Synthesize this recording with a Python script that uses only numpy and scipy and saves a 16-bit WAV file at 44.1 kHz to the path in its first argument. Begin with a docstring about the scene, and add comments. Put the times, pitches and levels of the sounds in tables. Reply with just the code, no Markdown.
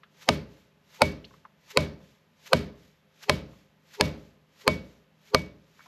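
"""In a small brick garage, a mallet drives a bearing into a wheel hub on a workbench: eight blows on a steel driver.
Each blow is a noise crack, short dying tones of hub, bearing, driver and wheel, a low bench thump and an echo.
The bearing's clack grows as it seats. Shaped noise makes the jacket sleeve's rustle and the driver's scrape and ticks.
Behind them lie room noise and a faint hum. At the end the loudest peaks are ducked a little late and clipped."""
import sys
import numpy as np
from scipy import signal
from scipy.fft import rfft, irfft, next_fast_len
from scipy.io import wavfile
from scipy.ndimage import map_coordinates

SR = 44100
rng = np.random.default_rng(int(sys.argv[2]) if len(sys.argv) > 2 else 0)


def unload_wav(signal):
    """Save mono or channel-first audio to the path in sys.argv[1] as 16-bit WAV at rate SR, clipped to [-1, 1]."""
    wavfile.write(
        sys.argv[1],
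        SR,
        np.round(np.clip(np.atleast_2d(signal).T, -1, 1) * 32767).astype(np.int16),
    )


N = 258901  # length in samples


def amp(db):
    """Turn decibels into a gain."""
    return 10 ** (np.asarray(db) / 20)


def unit(x):
    """Scale x to an rms of 1."""
    return x / np.sqrt(np.mean(x ** 2) + 1e-20)


def along(points, hz):
    """Read a curve of (frequency, value) points on a log frequency axis."""
    f, v = np.transpose(points)
    return np.interp(np.log(hz + 1), np.log(f), v)


def filtered(x, response):
    """Multiply the spectrum of x by a response that depends on frequency."""
    n = x.shape[-1]
    padded = next_fast_len(n + SR // 4)
    spectrum = rfft(x, padded) * response(np.fft.rfftfreq(padded, 1 / SR))
    return irfft(spectrum, padded)[..., :n]


def noise(spectrum, n):
    """Make n samples of coloured noise at an rms of 1."""
    return unit(filtered(rng.standard_normal(n), lambda hz: amp(along(spectrum, hz))))


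def wobble(rate):
    """Draw a smooth random curve through `rate` random points a second."""
    knots = rng.standard_normal(int(N * rate / SR) + 4)
    return map_coordinates(knots, [np.arange(N) * rate / SR])


def fade(t, t60):
    """Die away freely, falling 60 dB in t60 seconds."""
    return np.exp(-np.log(1000) * t / t60)


def swell(start_s, attack_s, hold_s, release_s):
    """Rise 60 dB up to start_s, hold, then fall 60 dB."""
    t = np.arange(N) / SR - start_s
    return fade(np.maximum(-t, 0), attack_s) * fade(np.maximum(t - hold_s, 0), release_s)


def add(track, s, sound):
    """Mix a sound into the track at time s."""
    start = max(round(s * SR), 0)
    track[start:start + len(sound)] += sound[:N - start]


def ring(modes, t):
    """Struck solid parts sound as a sum of dying sine tones, here with alternating signs."""
    out = 0
    for k, (hz, db, t60) in enumerate(modes):
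        out = out + (-1) ** k * amp(db) * fade(t, t60) * np.sin(2 * np.pi * hz * t)
    return out


# colour of the room noise: (frequency [Hz], relative level [dB])
ROOM_SPECTRUM = [(25, -11), (55, -9.5), (80, -1), (110, -6), (160, 2.5), (300, -4), (550, -6), (1000, -9),
                 (3000, -15), (7000, -29.5), (9500, -41), (12000, -23), (14500, -58)]
# faint hum of the garage: (frequency [Hz], average level [dB])
HUM_TONES = [(155, -71), (203, -76)]


def background():
    """Quiet room noise, with faint hum tones that waver in level and phase."""
    t = np.arange(N) / SR
    hum = 0
    for hz, db in HUM_TONES:
        level = amp(db + 2 * wobble(5.5)) * np.sqrt(2)
        hum = hum + level * np.sin(2 * np.pi * hz * t + .8 * wobble(4.9))
    return hum + amp(-67) * noise(ROOM_SPECTRUM, N)


# colour of rubbing jacket cloth: (frequency [Hz], relative level [dB])
CLOTH_SPECTRUM = [(150, -26.5), (600, -3.5), (1700, 3.5), (3500, 2), (7000, -3.5), (9500, -23),
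                  (12000, -3.5), (13500, -24.5), (15500, -55)]
# the arm lifts before a blow: (time ahead of the blow [s], attack [s], hold [s], release [s])
ARM_LIFT = (.5, .4, .08, 0.57)
# the arm swings down: (time ahead of the blow [s], attack [s], hold [s], release [s])
ARM_SWING = (0.072, 0.33, 0.027, 0.45)
# a fold of the sleeve snaps taut: (time ahead of the blow [s], attack [s], hold [s], release [s])
SLEEVE_FLICK = (.066, 0.049, 0.012, 0.036)
LIFT_DB, SWING_DB = -66.5, -55.5  # the swing also follows the force of the blow
# the hand slides off the driver at the end
LET_GO_S, LET_GO_DB, LET_GO_FADE_S = 5.85, -61, 0.97


def sleeve():
    """Rubbing cloth is noise that swells with each arm movement; its folds make it uneven."""
    rub = amp(LET_GO_DB) * swell(LET_GO_S, LET_GO_FADE_S, 0, LET_GO_FADE_S)
    for s, force_db, *_, flick_db in BLOWS:
        moves = [(LIFT_DB, ARM_LIFT), (SWING_DB + force_db, ARM_SWING), (flick_db, SLEEVE_FLICK)]
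        for db, (ahead_s, *shape) in moves:
            # separate noises add by power
            rub = np.hypot(rub, amp(db) * swell(s - ahead_s, *shape))
    return rub * amp(0.88 * wobble(180)) * noise(CLOTH_SPECTRUM, N)


# colour of the driver scraping on its seat: (frequency [Hz], relative level [dB])
SCRAPE_SPECTRUM = [(500, -20), (2500, 0), (4800, -2), (7000, -8), (9500, -18), (12000, -8.5),
                   (13200, -16.5), (14000, -40)]
# the scrape peaks just after each blow
RATTLE_DELAY_S, RATTLE_DB, RATTLE_ATTACK_S, RATTLE_RELEASE_S = 0.036, -45.5, 0.12, 0.25


def rattle():
    """The driver jumps and rattles back onto its seat: a short, rough burst of scraping noise."""
    jolt = np.zeros(N)
    for s, force_db, *_ in BLOWS:
        shape = swell(s + RATTLE_DELAY_S, RATTLE_ATTACK_S, 0, RATTLE_RELEASE_S)
        jolt += amp(RATTLE_DB + force_db) * shape
    return jolt * amp(2.5 * wobble(300)) * noise(SCRAPE_SPECTRUM, N)


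# tones of the steel driver: (frequency [Hz], relative level [dB], time to fall 60 dB [s])
DRIVER_TONES = [(2250, -28, .26), (3548, -52, .22), (4810, -50, .15), (6790, -55, .18)]


def driver_ring(t):
    """The steel driver rings with a few high tones."""
    return ring(DRIVER_TONES, t)


# the driver shifts on its seat: (time [s], level before the treble cut [dB], pitch [Hz])
DRIVER_TICKS = [(.033, -43.5, 1400), (.034, -52.5, 3110), (1.244, -46, 2860), (1.249, -47, 4030),
                (1.308, -49.5, 1065), (1.338, -49, 1170), (1.451, -40.5, 1062), (2.003, -54, 905),
                (3.532, -52.5, 901), (5.793, -47, 1200), (5.805, -49, 1440), (5.859, -44.5, 957)]
# once the fist has opened, a tick also rings the driver; its level is relative to the tick
GRIP_OPENS_S, PING_DB = 5.6, 12


def ticks():
    """Light contacts of driver and bearing: short noise around one pitch, with a faint longer tail."""
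    out, t = np.zeros(N), np.arange(SR // 4) / SR
    for s, db, pitch_hz in DRIVER_TICKS:
        def band(hz):
            """Let through the frequencies around the pitch."""
            return 1 / (1 + 2.2j * (hz / pitch_hz - pitch_hz / (hz + 1))) ** 2

        contact = unit(filtered(rng.standard_normal(len(t)), band))
        tick = contact * (fade(t, .036) + amp(-20) * fade(t, .22))
        if s > GRIP_OPENS_S:
            tick = tick + amp(PING_DB) * driver_ring(t)
        add(out, s, amp(db) * tick)
    # all ticks are dull: their treble is cut
    return filtered(out, lambda hz: 1 / (1 + (hz / 5800) ** 6))


# colour of the echo: (frequency [Hz], relative level [dB])
ECHO_SPECTRUM = [(40, -26.5), (90, 8.5), (200, 19.5), (330, 14), (600, 7), (800, 0), (1500, -1),
                 (2600, -0.5), (4600, -3.5), (7000, -18), (9500, -20), (11600, -13), (13000, -20),
                 (14500, -46.5)]
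# how long the garage echoes: (frequency [Hz], time to fall 60 dB [s])
ECHO_TIMES = [(80, 0.82), (200, 0.44), (500, 0.58), (1000, 0.5), (3000, .34), (6000, 0.37), (12000, 0.04)]


def garage(t, build_s):
    """The walls scatter a blow into a noise-like tail whose pitches die at their own speeds."""
    hz, when, z = signal.stft(noise(ECHO_SPECTRUM, len(t)), SR, nperseg=256)
    dying = z * fade(when, along(ECHO_TIMES, hz)[:, None])
    tail = signal.istft(dying, SR, nperseg=256)[1][:len(t)]
    return tail * (1 - np.exp(-t / build_s))


# tones of wheel, bench and garage air:
# (frequency [Hz], average relative level [dB], time to fall 60 dB [s], build-up [s])
BENCH_TONES = [(60.3, -32, 0.52, 0.061), (80, -22, 0.3, 0.029), (94.1, -32.5, 0.22, 0.012),
               (126.7, -27.5, 0.3, 0.027), (153.8, -24.5, 0.34, .01), (186, -21, 0.27, 0.053),
               (208.2, -29.5, 0.1, 0.019), (234, -27.5, 0.24, 0.00067), (267, -22, 0.073, .002),
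               (310.4, -34.5, 0.49, 0.012), (341.5, -20, .1, 0.00042), (415, -47.5, 0.13, .003),
               (588.4, -32, .25, .003)]


def thump(t):
    """The push passes through the wheel into the bench, whose low tones take a moment to build."""
    out = 0
    for k, (hz, db, t60, rise_s) in enumerate(BENCH_TONES):
        envelope = amp(db + rng.normal(0, .7)) * fade(t, t60) * (1 - np.exp(-t / rise_s))
        out = out + (-1) ** k * envelope * np.sin(2 * np.pi * hz * t)
    return out


# the wheel's hollow knock: (frequency [Hz], relative level [dB], time to fall 60 dB [s])
KNOCK_TONES = [(443.6, -10.5, 0.031), (581.5, -4.5, 0.021), (616, -12, 0.073), (645, -11, 0.019)]


def wheel_knock(t):
    """The wheel answers with short, hollow middle tones."""
    return ring(KNOCK_TONES, t)


# the bearing race: (frequency [Hz], relative level [dB], time to fall 60 dB [s])
RACE_TONES = [(4235, -1, 0.0085), (5070, -9, 0.007)]


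def bearing_clack(t):
    """The bearing race gives two very short, high tones."""
    return ring(RACE_TONES, t)


# the hub: (average frequency [Hz], average relative level [dB], time to fall 60 dB [s])
HUB_TONES = [(765, -17, .018), (985, -29.5, 0.081), (2405, -9, 0.0054), (2780, -21, 0.0099),
             (3320, -19, 0.0068), (11400, -35.5, 0.017)]


def hub_ring(t):
    """The quickly damped hub answers a little differently wherever the push meets it."""
    varied = [(hz * (1 + rng.normal(0, 0.03)), db + rng.normal(0, 1.2), t60) for hz, db, t60 in HUB_TONES]
    return ring(varied, t)


# colour of the contact noise: (frequency [Hz], relative level [dB])
CRACK_SPECTRUM = [(60, -26), (200, -10), (600, 13), (1500, 6.5), (3200, -0.5), (4900, -1), (7000, -14),
                  (9500, -28), (11500, -25), (16000, -38)]


def contact_crack(t):
    """The mallet's face gives for a fraction of a millisecond, then the contact noise dies quickly."""
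    return amp(-5.5) * noise(CRACK_SPECTRUM, len(t)) * (1 - np.exp(-t / 0.00046)) * fade(t, 0.012)


# the blows; how the driver sits changes the hub's voice:
# (time [s], force [dB], driver's freedom to ring [dB], clank pitch [Hz], clank level before force [dB],
#  sleeve flick level [dB])
BLOWS = [(0.2887, -0.5, -6.5, 1222, -6, -51.5), (1.0188, 0, 2.5, 1431, -7.5, -59),
         (1.7728, -0.5, -1.5, 1493, -8, -46.5), (2.532, 0, -5, 1519, -8.5, -46.5),
         (3.2958, -1.5, -3.5, 1047, -8, -46), (4.01, 0, -3, 1708, -7.5, -49.5),
         (4.678, -2, 6, 1274, -7.5, -53.5), (5.3466, -5, 6, 1195, 1, -65)]
# the blows harden as the bearing goes home: gains on the first and last blow, before force
CRACK_FIRST_DB, CRACK_LAST_DB = 7.5, 8.5
CLACK_FIRST_DB, CLACK_LAST_DB = -9, 3
# gains at 0 dB of freedom; a freely held driver also passes more knock to the wheel
RING_DB, KNOCK_DB = -1, 0.77
KNOCK_FOLLOWS = .35  # dB of knock per dB of freedom


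def hammer():
    """Each blow excites crack, hub, clank, bearing, driver, wheel, bench and echo at once."""
    out, t = np.zeros(N), np.arange(SR) / SR
    for seated, blow in zip(np.linspace(0, 1, len(BLOWS)), BLOWS):
        s, force_db, free_db, clank_hz, clank_db, _ = blow
        crack_db = np.interp(seated, [0, 1], [CRACK_FIRST_DB, CRACK_LAST_DB])
        clack_db = np.interp(seated, [0, 1], [CLACK_FIRST_DB, CLACK_LAST_DB])
        strike = amp(crack_db) * (contact_crack(t) + hub_ring(t))
        clank = ring([(clank_hz, clank_db, .025)], t)
        clack = amp(clack_db) * bearing_clack(t)
        ringing = amp(RING_DB + free_db) * driver_ring(t)
        knock = amp(KNOCK_DB + KNOCK_FOLLOWS * free_db) * wheel_knock(t)
        body = thump(t) + amp(-27.0) * garage(t, build_s=0.0016)
        add(out, s, amp(force_db) * (strike + clank + clack + ringing + knock + body))
    return out


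# difference between the two microphone ports: (frequency [Hz], relative level [dB])
PORT_DIFFERENCE = [(3000, -50), (5000, -34.5), (8000, -18), (11500, -10.5), (15000, -3.5)]


def scene():
    """All sources sit straight ahead; the two ports differ mainly in the shortest waves."""
    mono = background() + sleeve() + rattle() + ticks() + hammer()
    # the difference is turned by 1.85 radians
    side = filtered(mono, lambda hz: amp(along(PORT_DIFFERENCE, hz)) * np.exp(1.85j))
    return np.array([mono + side, mono - side])


# narrow peaks and dips of the microphone's tone: (centre [Hz], half width [Hz], gain [dB])
TONE_PEAKS = [(352, 22, -8), (418, 22, 8), (466, 20, -11), (520, 30, 6), (765, 24, -9), (880, 26, 4),
              (935, 20, -8), (1135, 24, -4), (1400, 35, -4)]


def tone(hz):
    """Narrow peaks and dips plus a fine treble ripple; without phase shift it rings before and after."""
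    knot_hz, ripple_db = 45, .6
    ripple = map_coordinates(rng.standard_normal(SR // knot_hz), [hz / knot_hz])
    peaks = sum(db / (1 + ((hz - centre) / width) ** 2) for centre, width, db in TONE_PEAKS)
    treble = (hz > 1000) * (hz < 9000)
    return amp(peaks + ripple_db * ripple * treble)


def limiter(x, top_db, attack_s, recovery_db_per_s):
    """The gain ducks just after a peak and climbs back, so that the echo swells."""
    climb = recovery_db_per_s * np.arange(N) / SR
    excess_db = 20 * np.log10(np.maximum(np.abs(x).max(axis=0) / amp(top_db), 1))
    # remember the largest excess, less what has been recovered since
    duck_db = np.maximum.accumulate(excess_db + climb) - climb
    pole = np.exp(-1 / (attack_s * SR))
    return x * amp(-signal.lfilter([1 - pole], [1, -pole], duck_db))


def record(dry):
    """Cut the bass, colour the tone, duck the peaks slightly late, clip them and cut the top."""
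    bass_cut = signal.butter(N=3, Wn=46, btype="high", fs=SR, output="sos")
    lean = signal.sosfilt(bass_cut, dry)
    held = limiter(filtered(lean, tone), top_db=1, attack_s=.0003, recovery_db_per_s=210)
    ceiling, hardness = .55, 6
    clipped = held / (1 + np.abs(held / ceiling) ** hardness) ** (1 / hardness)
    top_hz = 16500  # nothing passes from here up
    return filtered(clipped, lambda hz: (hz < top_hz) / (1 + (hz / 14500) ** 14))


dry = scene()
out = record(dry)
unload_wav(out)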